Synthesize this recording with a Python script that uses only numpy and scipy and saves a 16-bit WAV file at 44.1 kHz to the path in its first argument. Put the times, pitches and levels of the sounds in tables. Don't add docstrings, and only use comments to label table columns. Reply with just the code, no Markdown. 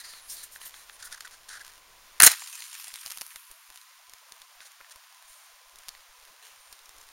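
import sys
import numpy as np
from scipy import signal
from scipy.fft import rfft, irfft
from scipy.io import wavfile
from scipy.ndimage import uniform_filter1d, minimum_filter1d, map_coordinates

SR = 44100
rng = np.random.default_rng(int(sys.argv[2]) if len(sys.argv) > 2 else 0)


def unload_wav(signal):
    wavfile.write(
        sys.argv[1],
        SR,
        np.round(np.clip(np.atleast_2d(signal).T, -1, 1) * 32767).astype(np.int16),
    )


N = 314360
T = np.arange(N) / SR
EASE_DB_PER_S = 52
LIGHT_S = 2.277
SNAP_S, SLIP_S = 0.00022, 0.0005

# start_s, length_s, level_db, box_ring_rel_db, squeal_hz, squeal_rel_db
CATCHES = [(2.202, 0.00027, -1, -11, 10380, -3), (2.203, .0008, -18.5, 9, 8810, -6.5),
           (2.2117, 0.0018, -24, 10, 4460, -5), (2.214, 0.0011, -19.5, 4, 10480, -3.5),
           (2.2213, .0012, 0.5, -17, 10370, -5), (2.2225, 0.0013, -9, -1, 10240, -3),
           (2.231, .0005, -11, -5, 8910, -6), (2.2323, 0.00052, -0.5, -17, 9700, -1),
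           (2.234, 0.00089, -6, -13.5, 10230, 0.5), (2.236, .0006, -7.5, 1, 6500, -7),
           (2.237, 0.0019, -3, -11, 8450, -0.5), (2.2423, 0.00056, -8, -10.5, 9420, -0.5),
           (2.2449, 0.0011, -7, -12.5, 9960, -4), (2.2475, .0005, -10.5, -9, 7000, -3),
           (2.2494, .0005, -6, -10, 9800, 0.5), (2.2603, .002, -14.5, -9, 9120, -4.5),
           (2.2636, 0.0014, -5.5, -18, 10700, -2), (2.2658, .0033, -2.5, -19, 10410, -9),
           (2.2699, .0008, -7, -7, 6200, -3), (2.2742, .002, -11, 0, 4110, -2.5)]
# freq_hz, relative_db (per Hz)
GAS_SPECTRUM = [(100, -59), (500, -24), (750, -5), (1100, -4.5), (2000, -1.5), (3000, 2), (5000, 1.5),
                (7000, 3), (9500, 5.5), (12500, -1.5), (16000, -3)]


def undb(db):
    return 10 ** (np.asarray(db) / 20)


def unit(x):
    return x / np.sqrt(np.mean(x ** 2))


def colour(x, points, size=4096):
    hz, db = np.transpose(points)
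    grid_hz = np.maximum(np.fft.rfftfreq(size, 1 / SR), 1)
    grid_db = np.interp(np.log(grid_hz), np.log(hz), db)
    cepstrum = irfft(np.log(undb(grid_db)))
    cepstrum[1:size // 2] *= 2
    cepstrum[size // 2 + 1:] = 0
    impulse = irfft(np.exp(rfft(cepstrum)))
    return signal.fftconvolve(x, impulse)[:len(x)]


def band(x, hz, width_hz):
    return signal.lfilter(*signal.iirpeak(hz, hz / width_hz, fs=SR), x)


def ring(x, modes):
    return sum((-1) ** k * undb(db) * band(x, hz, width_hz) for k, (hz, width_hz, db) in enumerate(modes))


def walk(rate_hz):
    knots = rng.standard_normal(N // 10)
    return 1.1 * np.interp(T * rate_hz, np.arange(len(knots)), knots)


def grains(rate_hz, spread_db):
    size = undb(spread_db * np.minimum(rng.exponential(size=N), 5))
    struck = rng.random(N) < rate_hz / SR
    return unit(struck * size * rng.choice([-1, 1], N))


def contact(start_s, length_s, rise_s, release_s, ease_db_per_s):
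    i, j = np.searchsorted(T, [start_s - rise_s, start_s + length_s + 10 * release_s])
    age_s = T[i:j] - start_s
    press = np.clip(0.5 + age_s / rise_s, 0, 1) * undb(-ease_db_per_s * age_s)
    lift = np.exp(-np.maximum(age_s - length_s, 0) / release_s)
    return slice(i, j), age_s, press * lift


def friction(rows, texture, spectrum, modes, rise_s, release_s, ease_db_per_s=0):
    direct_power, body_power = np.zeros(N), np.zeros(N)
    for start_s, length_s, db, ring_db, *_ in rows:
        span, _, pressure = contact(start_s, length_s, rise_s, release_s, ease_db_per_s)
        direct_power[span] += (undb(db) * pressure) ** 2
        body_power[span] += (undb(db + ring_db) * pressure) ** 2
    shake = texture * rng.choice([-1, 1], N)
    scratch = colour(texture * np.sqrt(direct_power), spectrum) / np.std(colour(texture, spectrum))
    body = ring(shake * np.sqrt(body_power), modes) / np.std(ring(shake, modes))
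    return scratch + body


def background(hiss_db=-55.5, whine_db=-69, whine_hz=1030, whine_width_hz=44.78, murmur_db=-66):
    # freq_hz, relative_db (per Hz)
    hiss_spectrum = [(30, -59), (300, -46), (500, -24.5), (750, -1), (1000, 4.5), (2000, 2.5), (3500, 0.5),
                     (6500, -1), (9000, -3), (12000, -6.5), (16000, -6.5)]
    # freq_hz, relative_db (per Hz)
    murmur_spectrum = [(10, 8.5), (25, 6.5), (60, -3.5), (130, -11), (250, -15), (480, -7), (700, -4),
                       (1100, -23), (3000, -56.5)]
    hiss = unit(colour(rng.standard_normal(N), hiss_spectrum)) * undb(hiss_db + 0.5 * walk(11))
    whine = unit(band(rng.standard_normal(N), whine_hz, whine_width_hz)) * undb(whine_db)
    murmur = unit(colour(rng.standard_normal(N), murmur_spectrum)) * undb(murmur_db + 1.39 * walk(23))
    return hiss + whine + murmur


def fingers(rise_s=0.015, release_s=0.015, rel_width=0.2, slowing_per_s=1.1):
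    # start_s, length_s, level_db, card_ring_rel_db, rasp_hz, rasp_rel_db
    rub_rows = [(0.0, 0.0053, -43, -1, 4200, -4), (0.039, 0.024, -48, 1, 4730, 0.5),
                (0.075, 0.12, -49, -4, 4700, -0.5), (0.234, .09, -57, -4, 9500, -7),
                (0.286, .01, -45.5, -16, 5000, -8), (0.298, 0.025, -36.5, -24, 5600, -8.5),
                (0.322, 0.031, -42.5, -12.5, 13500, -5), (0.362, 0.073, -44.5, -10, 4430, -5),
                (0.434, 0.0056, -38, -11, 13000, -8), (0.516, 0.051, -48, -24, 12500, -6),
                (0.607, 0.04, -49, -2, 10700, -3), (0.65, 0.027, -44, -10, 13700, -1),
                (0.738, .1, -51.5, -1.5, 4200, -17), (0.924, 0.029, -55, -22, 10100, -1),
                (1.045, 0.0075, -40, -24, 10000, -8), (3.74, 0.092, -57.5, -18, 3220, -12),
                (4.649, .015, -51, -8, 6800, -7), (5.279, 0.19, -52.5, -13, 9530, -13),
                (6.423, 0.092, -57, 0, 3070, -2)]
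    # freq_hz, relative_db (per Hz)
    skin_spectrum = [(200, -20.5), (1500, -23), (3500, -5.5), (6000, -1), (9000, 5.5), (12000, -1.5),
                     (16000, -7)]
    # freq_hz, width_hz, relative_db
    card_modes = [(1800, 420, 7.5), (4100, 390, 6.1), (6350, 1100, 1.5)]
    texture = grains(14000, 2.0) * undb(1.6 * walk(260))
    out = friction(rub_rows, texture, skin_spectrum, card_modes, rise_s, release_s, EASE_DB_PER_S)
    for start_s, length_s, db, _, hz, rasp_db in rub_rows:
        span, age_s, pressure = contact(start_s, length_s, rise_s, release_s, EASE_DB_PER_S)
        noise = rng.standard_normal(SR // 2)
        ridges = unit(band(band(noise, hz, rel_width * hz), hz, rel_width * hz))
        travel = np.cumsum(np.exp(-slowing_per_s * age_s))
        rasp = map_coordinates(ridges, [travel], mode="mirror")
        out[span] += undb(db + rasp_db) * pressure * rasp
    return out


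def fidget(level_db=-59.5, swing_db=3.5, after_db=-4, aim_from_s=1.8, aim_until_s=2):
    # freq_hz, relative_db (per Hz)
    tick_spectrum = [(200, -24), (1000, -1), (3000, -1), (6500, -1.5), (10000, -1.5), (16000, -12)]
    moving = (T < aim_from_s) + undb(after_db) * (T > aim_until_s)
    ticks = unit(colour(grains(220, 3), tick_spectrum))
    return ticks * undb(level_db + swing_db * walk(10.0)) * moving


def knocks(decay_s=0.0014, rel_width=0.68, overtone_ratio=2.26, dry_gain=0.096, size=2048):
    # start_s, peak_db, pitch_hz, overtone_rel_db
    knock_rows = [(.136, -35.5, 1550, -2), (.56, -31.5, 1590, -6), (0.615, -32, 1490, 1),
                  (.665, -36, 1490, -1), (0.7414, -34.5, 1450, -5), (0.897, -32.5, 1550, 0),
                  (1.2071, -32, 1900, -7), (1.2736, -32.5, 1580, -6), (2.421, -30, 1130, -15),
                  (4.6051, -33, 1770, -2), (4.805, -40.5, 648, -3), (4.8112, -33.5, 1000, -6),
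                  (4.8457, -39.5, 1348, -6), (5.9499, -38, 1766, -5)]
    out = np.zeros(N + size)
    for start_s, db, hz, overtone_db in knock_rows:
        jolt = rng.standard_normal(size) * np.exp(-T[:size] / decay_s)
        width_hz = rel_width * hz
        low, high = (band(band(jolt, f, width_hz), f, 2 * width_hz) for f in (hz, overtone_ratio * hz))
        knock = low - undb(overtone_db) * (high + dry_gain * jolt)
        i = int(start_s * SR)
        out[i:i + size] += undb(db) * knock / np.abs(knock).max()
    return out[:N]


def squeaks(wobble_hz=160):
    # start_s, end_s, first_hz, last_hz, level_db
    squeak_rows = [(0.196, .3, 9440, 11700, -53.5), (.365, 0.412, 10900, 9900, -57),
                   (6.566, 6.768, 9100, 9000, -61)]
    out = 0
    for start_s, end_s, from_hz, to_hz, db in squeak_rows:
        hz = np.interp(T, [start_s, end_s], [from_hz, to_hz]) + wobble_hz * walk(900)
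        swell = np.interp(T, [start_s, start_s + 0.023, end_s, end_s + 0.015], [0, 1, 1, 0])
        whistle = np.sin(2 * np.pi * np.cumsum(hz) / SR)
        out = out + undb(db + 1.9 * walk(154)) * swell * whistle
    return out


def scrapes():
    # start_s, length_s, level_db, box_ring_rel_db
    scrape_rows = [(.992, 0.031, -50, -6), (1.0245, 0.0091, -40, -4), (1.036, 0.046, -51.5, 0.5),
                   (1.112, 0.037, -44.5, -1.5), (1.1245, 0.0036, -33.5, -9), (1.175, 0.0071, -49.5, 2),
                   (1.247, 0.017, -48.5, 2.5), (1.315, 0.04, -53.5, -3.5), (1.4895, 0.0044, -34.5, -9),
                   (1.498, 0.084, -45.5, 0), (1.539, 0.0094, -45, 2.5), (1.595, 0.024, -49, 1.5),
                   (1.645, 0.055, -54.5, -0.5), (4.608, 0.034, -51.5, -4), (4.653, 0.022, -52, -10),
                   (4.91, 0.014, -49.5, -9)]
    # freq_hz, relative_db (per Hz)
    scrape_spectrum = [(200, -22), (1000, -6.5), (2800, -3), (4000, 6), (7000, 4.5), (10000, 3.5),
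                       (13000, -10), (16000, -24)]
    # freq_hz, width_hz, relative_db
    box_modes = [(720, 77, -27), (1437, 240, 10.5), (1710, 320, 11.5), (2040, 360, 1.5)]
    texture = grains(8000, 0.92) * undb(3.2 * walk(150))
    return friction(scrape_rows, texture, scrape_spectrum, box_modes, 0.0034, 0.0013, EASE_DB_PER_S)


def pops(debris=0.08, decay_s=0.0023, gain_db=1.5, cluster_db=-25, cluster_s=0.002, size=2048):
    # start_s, spike_db, splutter_hz, splutter_rel_db
    pop_rows = [(1.2073, -19.5, 5000, -10), (2.4606, -25, 3200, -12), (2.474, -21, 4020, -8),
                (2.528, -20, 2780, -14), (2.555, -20, 9500, -27), (2.605, -21, 3900, -14),
                (2.622, -27, 1900, 2), (2.6402, -34, 3160, 4), (2.73, -24, 7000, -11),
                (2.743, -22, 5796, -12), (2.752, -25, 2620, -2), (2.799, -20.5, 4000, -18),
                (2.8427, -25, 7500, -7), (2.882, -23, 10000, -10), (2.9402, -15.5, 4000, -15),
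                (2.9584, -16, 4000, -22), (3.012, -32, 9000, -4), (3.054, -24, 3000, -14),
                (3.0619, -13.5, 6000, -16), (3.0708, -17.5, 6000, -22), (3.078, -21, 4500, -20),
                (3.1015, -18, 5500, -21), (3.1059, -13.5, 5000, -24), (3.116, -14.5, 2480, -30),
                (3.12, -13.5, 4000, -27), (3.174, -14, 4000, -33), (3.1849, -17.5, 3500, -28),
                (3.212, -14, 5000, -15), (3.2172, -10.5, 3500, -30), (3.265, -26, 10200, -7),
                (3.306, -30.5, 2400, -5), (3.3596, -16.5, 1654, -8.5), (3.5136, -26.5, 11000, -8),
                (3.759, -25, 4000, -15), (3.775, -24, 3000, -16), (3.8145, -30, 3950, -11),
                (4.096, -27, 6040, -14), (4.136, -21.5, 5960, -21), (4.322, -21, 4030, -16),
                (4.418, -24.5, 4020, -12), (4.7182, -31, 8940, -10.5), (4.9595, -25.5, 900, -14),
                (5.147, -32.5, 3000, -8), (5.225, -30, 2010, -11.5), (5.7583, -26.5, 7000, -24.5),
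                (5.787, -25, 6000, -20), (5.8848, -14, 4530, -17), (5.8906, -18.5, 5470, -13),
                (6.7275, -20.5, 4500, -21), (6.7913, -32, 3500, -8), (6.858, -28.5, 4980, -15),
                (6.893, -25.5, 7000, -22), (6.9835, -32, 6500, -12.5), (7.0128, -30.5, 5980, -8)]
    # freq_hz, gain_db
    snap_spectrum = [(60, -7.5), (400, -16), (800, -3.5), (1500, -3), (5000, 0), (10000, 1), (16000, -7.5)]
    out, unrest = np.zeros((2, N + size))
    lead = size // 2
    fractures = grains(3000, 2.0)
    cluster = np.exp(-np.abs(T[:size] - T[lead]) / cluster_s)
    for start_s, db, hz, splutter_db in pop_rows:
        stretch = np.exp(0.4 * rng.standard_normal())
        decay = np.exp(-T[:size] / (decay_s * stretch)) / np.sqrt(stretch)
        splutter = rng.standard_normal(size) * decay
        pop = debris * splutter + undb(splutter_db) * band(splutter, hz, hz / 2)
        pop[0] = 1
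        i = int(start_s * SR)
        out[i:i + size] += undb(db + gain_db) * pop
        unrest[i - lead:i + lead] += undb(db + cluster_db) * cluster
    return colour(out[:N] + unrest[:N] * fractures, snap_spectrum)


def squeals(rel_width=0.13):
    out = np.zeros(N)
    for start_s, length_s, db, _, hz, squeal_db in CATCHES:
        span, _, pressure = contact(start_s, length_s, SNAP_S, SLIP_S, 0)
        noise = rng.standard_normal(SR // 10)
        tone = band(band(noise, hz, rel_width * hz), hz, rel_width * hz)
        chatter = tone[-len(pressure):] * pressure
        level = np.linalg.norm(pressure) / np.linalg.norm(chatter)
        out[span] += undb(db + squeal_db) * chatter * level
    return out


def stroke():
    # start_s, length_s, level_db, box_ring_rel_db
    slide_rows = [(2.199, 0.02, -33.5, 6), (2.2192, 0.00202, -24.5, 2), (2.2292, .002, -21, -6),
                  (2.2305, .047, -15.5, -7.5)]
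    # freq_hz, relative_db (per Hz)
    grit_spectrum = [(30, -28.5), (250, -30.5), (450, -17), (900, -11.5), (2000, -9), (3100, -2),
                     (4000, -1), (5000, -5), (6800, 4), (9500, 2), (11000, 2), (12500, 0), (16000, -2.5)]
    # freq_hz, width_hz, relative_db
    pressed_modes = [(710, 105, -8), (1312, 470, -1), (1765, 560, 3.5), (2910, 170, -6), (4136, 200, -4.5),
                     (6550, 1900, -13)]
    texture = grains(10000, 1.5) * undb(1.1 * walk(1100))
    tearing = friction(slide_rows + CATCHES, texture, grit_spectrum, pressed_modes, SNAP_S, SLIP_S)
    return tearing + squeals()


def stick(drive):
    # freq_hz, width_hz, gain_db
    stick_modes = [(4030, 80, -2), (6550, 90, -4.5), (7097, 180, -6.5), (9390, 120, -2.5),
                   (10640, 140, -10), (10900, 163, -8)]
    return sum(undb(db) * band(drive, hz, width_hz) for hz, width_hz, db in stick_modes)


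def spurts():
    # start_s, length_s, level_db, roar_rel_db
    spurt_rows = [(2.277, 0.0048, -17, -9), (2.283, .055, -37, -2), (2.311, 0.0046, -30, -13),
                  (2.3158, 0.0027, -20.5, -12.5), (2.3295, 0.0011, -30, -5), (2.335, 0.0065, -38, -5),
                  (2.3475, 0.0023, -43, 2), (2.472, 0.018, -45, -13), (2.582, 0.02, -49, -5),
                  (2.729, 0.032, -48, -7.5), (2.799, .004, -45, -7), (2.8425, 0.0027, -38, -16),
                  (2.879, 0.0034, -41.5, -18), (3.305, 0.018, -54, -1)]
    # freq_hz, width_hz, relative_db
    roar_modes = [(1100, 885, -3.5), (1930, 558, 5), (3425, 1400, -11)]
    return friction(spurt_rows, grains(8200, 1.9), GAS_SPECTRUM, roar_modes, 0.0022, 0.0014)


def burn(flash_db=-29, flash_hold_s=0.025, flash_fall_db_per_s=330.5,
         fizz_db=-42.5, sag_db_per_s=7, spent_s=3.075, die_db_per_s=39):
    age_s = np.maximum(T - LIGHT_S, 0)
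    flash = undb(flash_db - flash_fall_db_per_s * np.maximum(age_s - flash_hold_s, 0))
    dying_db = die_db_per_s * np.maximum(T - spent_s, 0)
    steady = undb(fizz_db - sag_db_per_s * age_s - dying_db)
    return np.array([flash, steady]) * (T > LIGHT_S)


def pore(hz):
    jet = band(grains(9900, 1.7), hz, hz / 14)
    travel = np.cumsum(1 + 0.07 * walk(14))
    return map_coordinates(jet, [travel], order=3, mode="mirror") * undb(4.5 * walk(24))


def blisters(rate_hz=100, low_hz=1500, high_hz=11000, rel_db=2, spread_db=6, decay_s=0.0015,
             rel_width=0.34, size=1024):
    out = np.zeros(N + size)
    burn_s = T[-1] - LIGHT_S
    for when, pitch, strength in rng.random((int(rate_hz * burn_s), 3)):
        hz = low_hz * (high_hz / low_hz) ** pitch
        puff = unit(band(rng.standard_normal(size), hz, rel_width * hz)) * np.exp(-T[:size] / decay_s)
        i = int((LIGHT_S + when * burn_s) * SR)
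        out[i:i + size] += undb(rel_db + spread_db * (2 * strength - 1)) * puff
    return out[:N]


def flare(crackle_rel_db=-1.5, jets_rel_db=1.5):
    fizz = grains(14000, 2.3) + undb(crackle_rel_db) * grains(600, 4.3)
    jets = unit(sum(pore(hz) for hz in np.geomspace(750, 12000, 16)))
    flutter = undb(2.5 * walk(200) + 0.8 * walk(40))
    gas = unit(colour((fizz + undb(jets_rel_db) * jets) * flutter, GAS_SPECTRUM))
    flash, steady = burn()
    return gas * np.hypot(flash, steady) + blisters() * steady


def sizzle(peak_s=3.2, peak_db=-49.5, fade_db_per_s=29.5):
    # freq_hz, relative_db (per Hz)
    sizzle_spectrum = [(500, -40), (6000, -16), (9000, -1), (11000, 3.5), (14000, -3), (16000, -7.5)]
    hot_grains = unit(colour(grains(3000, 2.6), sizzle_spectrum))
    return hot_grains * undb(peak_db - fade_db_per_s * np.abs(T - peak_s))


def room(x, wet_db=-22, t60_s=0.23):
    # delay_s, gain_db
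    bounce_rows = [(.00093, -36.5), (.0016, -29), (.0073, -23.5)]
    t = T[:SR // 2]
    tail = rng.standard_normal(len(t)) * undb(-60 * t / t60_s) * (t > 0.006)
    tail = colour(tail, [(100, -9), (1500, 1.0), (7000, 0.0), (16000, -14.0)])
    response = undb(wet_db) * tail / np.linalg.norm(tail)
    for delay_s, db in bounce_rows:
        response[int(delay_s * SR)] += undb(db)
    return x + signal.fftconvolve(x, response)[:N]


def scene():
    quiet = background()
    box = fingers() + fidget() + knocks() + squeaks() + scrapes()
    strike = stroke()
    flame = pops() + spurts() + flare() + sizzle()
    return (room(box + strike + stick(strike) + flame) + quiet)[None]


def meter(x, window_s):
    power = uniform_filter1d(x ** 2, max(int(window_s * SR), 1))
    return 10 * np.log10(np.maximum(power, 1e-14))


def suppressor(x, recover_db_per_s=3.5, ratio=5, click_db=8.0, open_s=0.025, size=1536):
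    # freq_hz, relative_db
    mute_points = [(20, -45), (100, -55), (200, -62.5), (400, -62), (700, -64), (850, -62.5), (1000, -80),
                   (2000, -100)]
    overlap = size - size // 4
    memory_db = np.maximum.accumulate(meter(x, 0.0039) + recover_db_per_s * T) - recover_db_per_s * T
    hz, times_s, bands = signal.stft(x, SR, nperseg=size, noverlap=overlap)
    edges_hz, under_db = np.transpose(mute_points)
    offset_db = np.interp(np.log(hz + 1), np.log(edges_hz), under_db)
    threshold_db = np.interp(times_s, T, memory_db) + offset_db[:, None]
    strength = np.sqrt(np.abs(uniform_filter1d(np.abs(bands) ** 2, size=3, axis=0)) * 3)
    gain = np.minimum(strength / undb(threshold_db), 1) ** ratio
    muted = signal.istft(bands * gain, SR, nperseg=size, noverlap=overlap)[1][:N]
    sharpness_db = meter(x, 0.0018) - meter(x, 0.049) - click_db
    hold = int(open_s * SR)
    held = -minimum_filter1d(-np.clip(sharpness_db, 0, 1), hold)
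    opened = uniform_filter1d(held, hold // 2)
    return muted + opened * (x - muted)


def record(dry, notch_hz=7850, notch_width_hz=420, ceiling=0.88, top_hz=15800):
    dipped = dry - 0.91 * band(dry, notch_hz, notch_width_hz)
    dipped = dipped - 0.91 * band(dipped, notch_hz, notch_width_hz)
    clipped = np.clip(dipped, -ceiling, ceiling)
    top_cut = signal.ellip(10, 0.2, 70, top_hz, fs=SR, output="sos")
    return signal.sosfilt(top_cut, suppressor(clipped[0])[None])


dry = scene()
out = record(dry)
unload_wav(out)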